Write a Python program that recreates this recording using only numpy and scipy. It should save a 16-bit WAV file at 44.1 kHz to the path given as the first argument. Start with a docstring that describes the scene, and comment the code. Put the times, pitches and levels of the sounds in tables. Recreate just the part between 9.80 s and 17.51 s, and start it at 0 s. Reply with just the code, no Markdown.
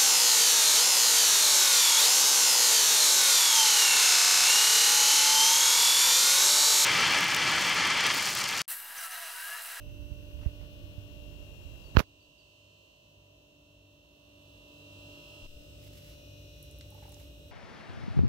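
"""A refrigerator is heard first, in a quiet kitchen through a hand-held phone: shaft orders hum and whine,
a fan drones, and shaped noise gives moving air. A finger over the right microphone port bumps it (damped
oscillations of trapped air), then slips off with a loud knock that makes the gain control duck. A bird
chirps outside (falling tones); at 5.665 s the tones skip in phase and several levels step. Then a sleeve
rustles (shaped noise) and a spoon ticks and squelches in a dish (filtered bursts, decaying tones)."""
import sys
import numpy as np
from scipy.fft import rfft, irfft, next_fast_len
from scipy.io import wavfile
from scipy.ndimage import uniform_filter1d

SR = 44100
rng = np.random.default_rng(int(sys.argv[2]) if len(sys.argv) > 2 else 0)


def transcribe(signal):
    """Save signal, clipped to [-1, 1], as a 16-bit WAV file at the path in sys.argv[1]."""
    frames = np.atleast_2d(signal).T
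    limited = np.clip(frames, -1, 1)
    pcm = np.round(limited * 32767).astype(np.int16)
    wavfile.write(sys.argv[1], SR, pcm)


N = 340011
TIME = np.arange(N) / SR
SKIP_AT_S, SKIPPED_S = 5.665, 0.28
AFTER = TIME > SKIP_AT_S
CLOCK = TIME + SKIPPED_S * AFTER  # time that drives the compressor phases

# Compressor tones, before PLACEMENT: [shaft order (rounded in use), left level/dB, right level/dB,
# change after the skip/dB]
HUM_ORDERS = [(1, -68.5, -70, 0), (2, -64, -63, 2), (3, -69, -66.5, 3), (7, -77.5, -77.5, -1),
              (9, -78.5, -75.5, -0.5), (11, -79.5, -74.5, 4), (12, -64.5, -66, 1.5), (13, -84, -73, -6.5),
              (20, -89, -89.5, 0.5), (23, -93, -85, -4.5), (30, -85, -96, 1)]
WHINE_ORDERS = [(51, -73.5, -71.5, 1.5), (55, -67.5, -59.5, -9), (56, -62.5, -64.5, -3.5),
                (57, -63.5, -67.5, -3), (60, -69.5, -71, -4), (58, -77, -80, 3.5), (61, -78.5, -77, 4.5),
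                (62, -71, -66, -9), (67.63, -79.5, -71.5, -10), (73.8, -79.5, -74, 1), (80, -74.5, -72, 0),
                (87, -81, -74.5, -7), (114, -87, -80, 1), (164, -77.5, -85.5, 2.5)]
# Drift of the phone: [t/s, air level/dB, hum change/dB, whine change/dB, whine left-right/dB]
PLACEMENT = [(0, -63, 4.5, 0, -4.5), (.7, -59.5, 5.5, 1.5, -3.5), (1.5, -58, 3.5, -1, 3),
             (2.3, -58.5, -2, 2, -1.5), (2.8, -60, 1, 3, -2), (3.5, -58, 2.5, 1, 1),
             (4.5, -59, 0.5, 0.5, 0.5), (5.25, -59, 2.5, 1.5, 0.5), (5.45, -61, 0, 1, 1),
             (5.66, -58.5, 0, 2, 0), (5.67, -62, 1, -1, 0.5), (6.3, -60, 2, -.5, 1), (6.8, -62, 0.5, -1, 0),
             (7.71, -60, 0, -2.5, -1)]
# Noise spectra of low rumble, moving air, compressor casing and microphone hiss: [f/Hz, relative level/dB per Hz]
RUMBLE_SPECTRUM = [(20, -30), (36, -26), (46, -9), (56, 3), (75, -3), (120, -7), (170, -26), (260, -26),
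                   (400, -59.5)]
AIR_SPECTRUM = [(88, -24.5), (150, 0.5), (236, -6.5), (304, -1.5), (490, -7.5), (625, -5.5), (752, -16.5),
                (982, -19.5), (1560, -27.5), (2320, -30), (2400, -20.5), (3120, -51.5), (5280, -120)]
CASING_SPECTRUM = [(700, -37), (1000, -17.5), (1300, -17), (2000, -26), (2400, -31), (2480, -6.5),
                   (2800, 1), (3300, -6), (3950, -3.5), (4900, -12), (5600, -6.5), (7200, -15.5),
                   (8100, -14), (9000, -26)]
HISS_SPECTRUM = [(4000, -42), (7000, -20.5), (9500, -11), (12500, 1), (14500, -4), (16000, -1)]
# Left-right likeness of the noise: [f/Hz, correlation -1 to 1]
LIKENESS = [(60, 0.98), (130, 0.85), (290, 0.67), (640, 0.059), (1410, -0.36), (3100, 0.26), (6820, -0.13),
            (15000, -0.01)]
# The blade tone sinks: [middle t/s, depth level/dB, half length/s]
FAN_DIPS = [(1.902, 13, 0.22), (2.95, 13, 0.45), (5.536, 12, 0.121)]
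# Share of the port covered by the finger: [t/s, share 0-1]
COVER_SHARE = [(0, 0.96), (.9, .92), (1.3, 1)]
# The palm closes round the port: [t/s, share 0-1]
CUPPING_SHARE = [(.6, 0), (1.3, 0.2), (1.9, 0.6), (2.2, 1)]
# Transmission through the finger: [f/Hz, level/dB]
COVERED_RESPONSE = [(700, -1), (2500, -6), (4000, -14), (5500, -25.5), (7000, -24.5), (8500, -27),
                    (10500, -23.5)]
# Compressor tones that the cupped palm brings out: [shaft order, level/dB]
CUPPED_ORDERS = [(13, -70), (20, -70)]
# Noise spectra of skin rumble, rubbing skin and brushed cloth: [f/Hz, relative level/dB per Hz]
SKIN_SPECTRUM = [(15, -34), (35, -2), (55, 2.5), (100, -5), (180, -17.5), (350, -27.5), (700, -68)]
RUB_SPECTRUM = [(150, -25.5), (400, 5), (1500, -1), (3000, -8.5), (6000, -13), (8500, -28), (12000, -16),
                (16000, -24)]
CLOTH_SPECTRUM = [(700, -26), (1000, -10), (2200, -3), (5000, -2.5), (9000, -8.5), (13000, -3),
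                  (16000, -10)]
# Rumble of resting skin: [t/s, level/dB]
RESTING_SKIN = [(0, -42), (.8, -44.5), (1.5, -42.5), (2.1, -47.5)]
# The finger shifts: [middle t/s, half length/s, rubbing level/dB, rumble level/dB]
FINGER_SHIFTS = [(0.645, 0.037, -60, -45.5), (0.828, 0.028, -66.5, -43.5), (2.165, 0.014, -42.5, -36),
                 (2.194, .013, -15.5, -28.5), (2.223, .013, -40, -44.5)]
# Bumps on the port: [t/s, level/dB, nominal f/Hz, rise time constant/ms, life/s, push -1 or pull 1]
PORT_BUMPS = [(.314, -28.5, 90, 1.5, 0.023, -1), (0.6601, -14.5, 90, 1.9, 0.017, -1),
              (1.179, -30.5, 130, 1.8, .02, -1), (1.85, -33.5, 91, 2, 0.025, -1),
              (2.152, -21.5, 80, 0.78, 0.017, -1), (2.1702, 6, 91, .3, 0.01765, 1),
              (2.2034, -5, 150, .3, 0.0052, 1)]
# A thud through the phone's body: one row, same columns
BODY_TAP = (5.622, -42, 60, 0.5, 0.16, 1)
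# Skin letting go of the port edge: [t/s, level/dB]
SKIN_SLIPS = [(2.1645, -8.5), (2.1681, 0), (2.1693, 8), (2.17, 10.5), (2.1741, -12), (2.1936, 4.5),
              (2.194, -3), (2.1961, -12.5), (2.1982, -6), (2.2014, -3), (2.2032, 1)]
# Chirps: [t/s, level/dB, starting f/Hz]
CHIRPS = [(1.99, -62, 5010), (2.04, -55, 4530), (2.225, -55, 4550), (2.4, -53, 4590), (2.58, -50, 4600),
          (2.69, -58, 4560), (6.31, -62, 4500)]
# Strokes of the sleeve: [middle t/s, half length/s, level/dB]
SLEEVE_STROKES = [(6.048, 0.053, -61.5), (6.185, .06, -62.5), (6.314, .07, -64), (6.903, 0.44, -73.5),
                  (7.33, 0.149, -66)]
# Spoon ticks: [t/s, level before filtering/dB, centre f/Hz, width/Hz, t60/ms, left-right/dB]
SPOON_TICKS = [(6.8275, -37, 11400, 5000, 8.5, -3), (6.9123, -45, 9000, 6000, 7, -1),
               (6.9867, -42.5, 12100, 2525, 7, -5.5), (7.0101, -36.5, 3280, 4000, 11.5, 0),
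               (7.1044, -45, 11500, 6980, 7, -2), (7.1463, -43.5, 11800, 2500, 7, -1),
               (7.228, -51, 1900, 1500, 130, 0), (7.258, -52, 11000, 4991, 7, -1),
               (7.2927, -45, 12000, 7020, 7, -1.5), (7.3206, -46, 8500, 5990, 12, 0),
               (7.3437, -42, 5800, 4000, 12, -2)]
# Air pockets popping in the sauce: [t/s, level before a 5 dB lift/dB, f/Hz]
AIR_POCKETS = [(7.121, -57, 871), (7.148, -53.5, 860), (7.177, -55, 880), (7.223, -53, 837),
               (7.252, -50.5, 852), (7.279, -51.5, 800.6), (7.321, -58.5, 850), (7.364, -58.5, 832),
               (7.408, -61, 874)]

SHAFT_HZ = 49.125
MAGNET_HZ, MAGNET_DB = 99.98, -63  # beats with the second shaft order; level before PLACEMENT
FAN_HZ, FAN_DB, FAN_AFTER_DB = 292.1, -60, -5  # blade tone; level change after the skip
RUMBLE_DB, RUMBLE_AFTER_DB = -59.5, 4.5
BASS_RETURN_S = 0.07
RELEASE_S = 2.17  # the finger leaves the port
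PALM_HZ, PALM_WIDTH_HZ, PALM_DB = 994, 410, 4.3  # hollow of the palm
PORT_HZ, PORT_WIDTH_HZ, PORT_DB = 990, 1100, -12  # resonance of the port
RUB_DB, LIFTED_DB, FADE_DB_PER_S = -69.5, -49.5, 50  # resting rub; skin rumble after release and its fade
SLIP_HALF_S = 0.071e-3 * np.sqrt(2)
DUCK_THRESHOLD_DB, DUCK_DEPTH_DB, DUCK_HOLD_S, RECOVERY_DB_PER_S = -6, -10.5, 2, 9
TOP_HZ = 15780
LEFT_RIGHT = np.array([[1], [-1]])


def amp(db):
    """Level to amplitude: 20 dB is a factor of ten."""
    return 10 ** (np.asarray(db) / 20)


def unit(x):
    """Power normalisation: rms 1."""
    return x / np.sqrt(np.mean(x ** 2) + 1e-20)


def along(points, hz):
    """Interpolation on a logarithmic frequency axis."""
    f, v = np.transpose(points)
    return np.interp(np.log(hz + 1), np.log(f + 1), v)


def curves(rows):
    """Linear interpolation in time, one curve for each column after t."""
    s, *columns = np.transpose(rows)
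    return [np.interp(TIME, s, column) for column in columns]


def wobble(rate):
    """Slow random modulation: straight lines between Gaussian knots, rate knots a second."""
    knots = rng.standard_normal(int(N * rate / SR) + 2)
    return np.interp(TIME * rate, np.arange(len(knots)), knots)


def swell(s, half, edge):
    """Generalised Gaussian hump of height 1; a larger edge makes it squarer."""
    return np.exp(-abs((TIME - s) / half) ** edge)


def filtered(x, response):
    """Linear filtering: the spectrum times a response, padded against wrap-around."""
    m = next_fast_len(N + SR // 2)
    return irfft(rfft(x, m) * response(np.fft.rfftfreq(m, 1 / SR)), m)[..., :N]


def mode(f, hz, width):
    """Driven damped oscillator: a causal resonance of gain 1 at its centre."""
    return 1j * f * width / (hz * hz - f * f + 1j * f * width)


def rush(spectrum, alike):
    """Partly coherent noise: mid and side shares set the left-right correlation; rms 1."""
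    def shaping(hz):
        angle = np.arccos(np.clip(along(alike, hz), -1, 1)) / 2
        return amp(along(spectrum, hz)) * [np.cos(angle), np.sin(angle)]

    mid, side = filtered(rng.standard_normal((2, N)), shaping)
    return unit(np.array([mid + side, mid - side]))


def add(track, s, sound):
    """Superposition: mixes a short sound in at s seconds."""
    start = round(s * SR)
    track[..., start:start + sound.shape[-1]] += sound


def tones(table, scatter, drift_db, drift_turn):
    """Harmonics of shaft rotation; level and phase wander at each port as the phone drifts."""
    out = np.zeros((2, N))
    for order, *db, after_db in table:
        order = round(order)
        start = scatter * rng.uniform(0, 2 * np.pi)
        lag = order * 0.066  # radians between the ports
        for side in (0, 1):
            phase = 2 * np.pi * order * SHAFT_HZ * CLOCK + start - side * lag + drift_turn * wobble(2)
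            level_db = db[side] + after_db * AFTER + drift_db * wobble(2)
            out[side] += np.sqrt(2) * amp(level_db) * np.sin(phase)
    return out


def casing_buzz(change_s):
    """Periodic excitation: valve knocks repeat each turn and ring the casing, with drifting order phases."""
    size = 2048  # steps in one turn
    out = np.zeros((2, N))
    step = (CLOCK * SHAFT_HZ % 1 * size).astype(int)
    colour = amp(along(CASING_SPECTRUM, np.arange(size // 2 + 1) * SHAFT_HZ))
    for s in np.arange(0, TIME[-1] + change_s, change_s):
        orders = rfft(rng.standard_normal((2, size)))
        turn = irfft(orders * abs(orders) * colour)  # a few orders stand out
        near = abs(TIME - s) < change_s
        crossfade = np.cos(np.pi / 2 * (TIME[near] - s) / change_s)
        out[:, near] += crossfade * turn[:, step[near]]
    return unit(out)


def fan_tone():
    """Blade passing: a sinusoid whose frequency and level waver."""
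    dips_db = sum(depth_db * swell(s, half, edge=3) for s, depth_db, half in FAN_DIPS)
    level_db = FAN_DB + FAN_AFTER_DB * AFTER - dips_db + 1.2 * wobble(5) + 1.2 * LEFT_RIGHT
    phase = 2 * np.pi * np.cumsum(FAN_HZ + 0.9 * wobble(3)) / SR
    return np.sqrt(2) * amp(level_db) * np.sin(phase)


def fridge():
    """Superposed rotation, magnetic and flow sources: shaft orders, hum, casing buzz, fan and air."""
    air_db, hum_db, whine_db, pan_db = curves(PLACEMENT)
    hum = tones(HUM_ORDERS, scatter=0, drift_db=2.5, drift_turn=0.28)
    hum += np.sqrt(2) * amp(MAGNET_DB) * np.sin(2 * np.pi * MAGNET_HZ * (CLOCK + 0.0005))
    whine = tones(WHINE_ORDERS, scatter=0.992, drift_db=2.24, drift_turn=1.0)
    casing = amp(-62.5) * casing_buzz(change_s=0.96) + amp(-65.0) * rush(CASING_SPECTRUM, LIKENESS)
    air = amp(air_db + 0.44 * wobble(6)) * rush(AIR_SPECTRUM, LIKENESS)
    rumble_db = RUMBLE_DB + RUMBLE_AFTER_DB * AFTER + 1.5 * wobble(3.6)
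    rumble = amp(rumble_db) * rush(RUMBLE_SPECTRUM, LIKENESS)
    gap = AFTER * swell(SKIP_AT_S, BASS_RETURN_S, edge=2)  # bass and air return slowly after the skip
    bass = (amp(hum_db) * hum + fan_tone() + rumble) * (1 - 0.73 * gap)
    treble = amp(whine_db + pan_db / 2 * LEFT_RIGHT) * (whine + casing)
    return bass + air * (1 - 0.38 * gap) + treble


def hiss():
    """Microphone self-noise: random pressure-like noise, uncorrelated between the ports."""
    return amp([[-68], [-67]]) * rush(HISS_SPECTRUM, [(50, 0)])


def skin_noise(on):
    """Frictional noise: skin rumbles and rubs on the port, more strongly when the finger shifts."""
    fading_db = LIFTED_DB - FADE_DB_PER_S * (TIME - RELEASE_S)  # the hand settles
    skin = amp(np.where(on, curves(RESTING_SKIN)[0], fading_db))
    rub = on * amp(RUB_DB)
    for s, half, rub_db, skin_db in FINGER_SHIFTS:
        rub = rub + amp(rub_db) * swell(s, half, edge=2.3)
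        skin = skin + amp(skin_db) * swell(s, half, edge=3)
    rumble = skin * amp(1.9 * wobble(12)) * rush(SKIN_SPECTRUM, [(50, 0.99)])[0]
    return rumble + rub * amp(3.7 * wobble(300)) * rush(RUB_SPECTRUM, [(50, 0.93)])[0]


def bump(track, s, db, hz, rise_ms, life, way):
    """Softening spring: trapped air drives the membrane at a falling pitch as the skin lifts."""
    t = np.arange(SR // 5) / SR
    slowing = 0.021 * np.log1p(t / 0.02)  # elapsed time as the weakening spring counts it
    envelope = np.exp(-(t / life) ** 2) * (1 - np.exp(-1000 * t / rise_ms))
    sound = np.zeros_like(track)
    add(sound, s, np.sign(way) * amp(db) * envelope * np.cos(2 * np.pi * hz * slowing))
    return track + sound


def skin_slips():
    """Impulsive release: each slip is a short negative pulse that also rings the port."""
    pulses = -sum(amp(db) * swell(s, SLIP_HALF_S, edge=1.7) for s, db in SKIN_SLIPS)
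    return pulses + amp(PORT_DB) * filtered(pulses, lambda f: mode(f, PORT_HZ, PORT_WIDTH_HZ))


def hand(sound):
    """Obstruction and cavity resonance: finger and palm colour the right port and add contact noise."""
    on = TIME < RELEASE_S
    cover = on * np.clip(curves(COVER_SHARE)[0], 0, 1)
    cup = curves(CUPPING_SHARE)[0] * ~AFTER
    out = sound + cup * amp(PALM_DB) * filtered(sound, lambda f: mode(f, PALM_HZ, PALM_WIDTH_HZ))
    cupped = [(order, db, db, 0) for order, db in CUPPED_ORDERS]
    out += cup ** 2 * tones(cupped, scatter=0, drift_db=0.0, drift_turn=0.2)[1]
    muffled = filtered(out, lambda f: amp(along(COVERED_RESPONSE, f)))
    out = (1 - cover) * out + cover * muffled + skin_noise(on)
    for row in PORT_BUMPS:
        out = bump(out, *row)
    return out + skin_slips()


def bird():
    """Frequency glide: far chirps fall in pitch, flutter at 45 Hz and blur into narrow noise."""
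    out, t = np.zeros((2, N)), np.arange(SR // 6) / SR
    for s, db, hz in CHIRPS:
        envelope = (1 - np.exp(-t / 0.008)) * amp(-60 * t / 0.29)
        envelope *= 1 + 0.41 * np.sin(2 * np.pi * 45 * t)
        blur = np.cumsum(rng.standard_normal((2, len(t))), axis=1) * 0.054  # phase random walk
        add(out, s, amp(db) * envelope * np.sin(2 * np.pi * hz * t * (1 - 0.16 * t) + blur))
    return out


def body_tap():
    """Structure-borne sound: a damped thud through the phone's body, 5 dB weaker on the right."""
    return amp([[0], [-5]]) * bump(np.zeros(N), *BODY_TAP)


def sleeve():
    """Friction of cloth: grainy, wide noise shaped by brushing strokes."""
    strokes = sum(amp(db) * swell(s, half, edge=2) for s, half, db in SLEEVE_STROKES)
    grain_db = [[-2], [2]] + 2.5 * wobble(150) + 2.4 * wobble(30)
    return strokes * amp(grain_db) * rush(CLOTH_SPECTRUM, [(50, 0.2)])


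def spoon():
    """Impact and bubble resonance: band-passed noisy ticks with a faint room tail, and round low pops."""
    out, t = np.zeros((2, N)), np.arange(2048) / SR
    f = np.fft.rfftfreq(len(t), 1 / SR)
    for s, db, hz, width, t60_ms, pan_db in SPOON_TICKS:
        decay = amp(-60 * 1000 * t / t60_ms) + amp(-15.5 - 60 * t / 0.2)  # tick, then tail
        burst = (rng.standard_normal((2, len(t))) + 2.7 * (t == 0)) * decay
        tick = irfft(rfft(burst) * mode(f, hz, width) ** 2)
        add(out, s, amp(db + pan_db / 2 * LEFT_RIGHT) * tick)
    for s, db, hz in AIR_POCKETS:
        envelope = (1 - np.exp(-t / 0.0018)) * amp(-60 * t / 0.061)
        blur = 0.08 * np.cumsum(rng.standard_normal((2, len(t))), axis=1)
        add(out, s, amp(db + 5.0) * envelope * np.sin(2 * np.pi * hz * t + blur))
    return out


def scene():
    """Superposition at two ports: the room, the right port under the hand, and microphone hiss."""
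    left, right = fridge() + bird() + body_tap() + sleeve() + spoon()
    return np.array([left, hand(right)]) + hiss()


def record(dry):
    """Automatic gain control: a loud peak ducks both channels, holds, recovers; then the band limit."""
    loud = np.abs(dry).max(axis=0) > amp(DUCK_THRESHOLD_DB)
    last_loud = np.maximum.accumulate(np.where(loud, TIME, -99))
    recovered_db = RECOVERY_DB_PER_S * (TIME - last_loud - DUCK_HOLD_S)
    gain_db = np.clip(DUCK_DEPTH_DB + recovered_db, DUCK_DEPTH_DB, 0)
    ahead = 260  # samples of look-ahead
    gain_db = uniform_filter1d(np.append(gain_db[ahead:], np.zeros(ahead)), size=200)
    return filtered(dry * amp(gain_db), lambda hz: hz < TOP_HZ)


dry = scene()
out = record(dry)
transcribe(out)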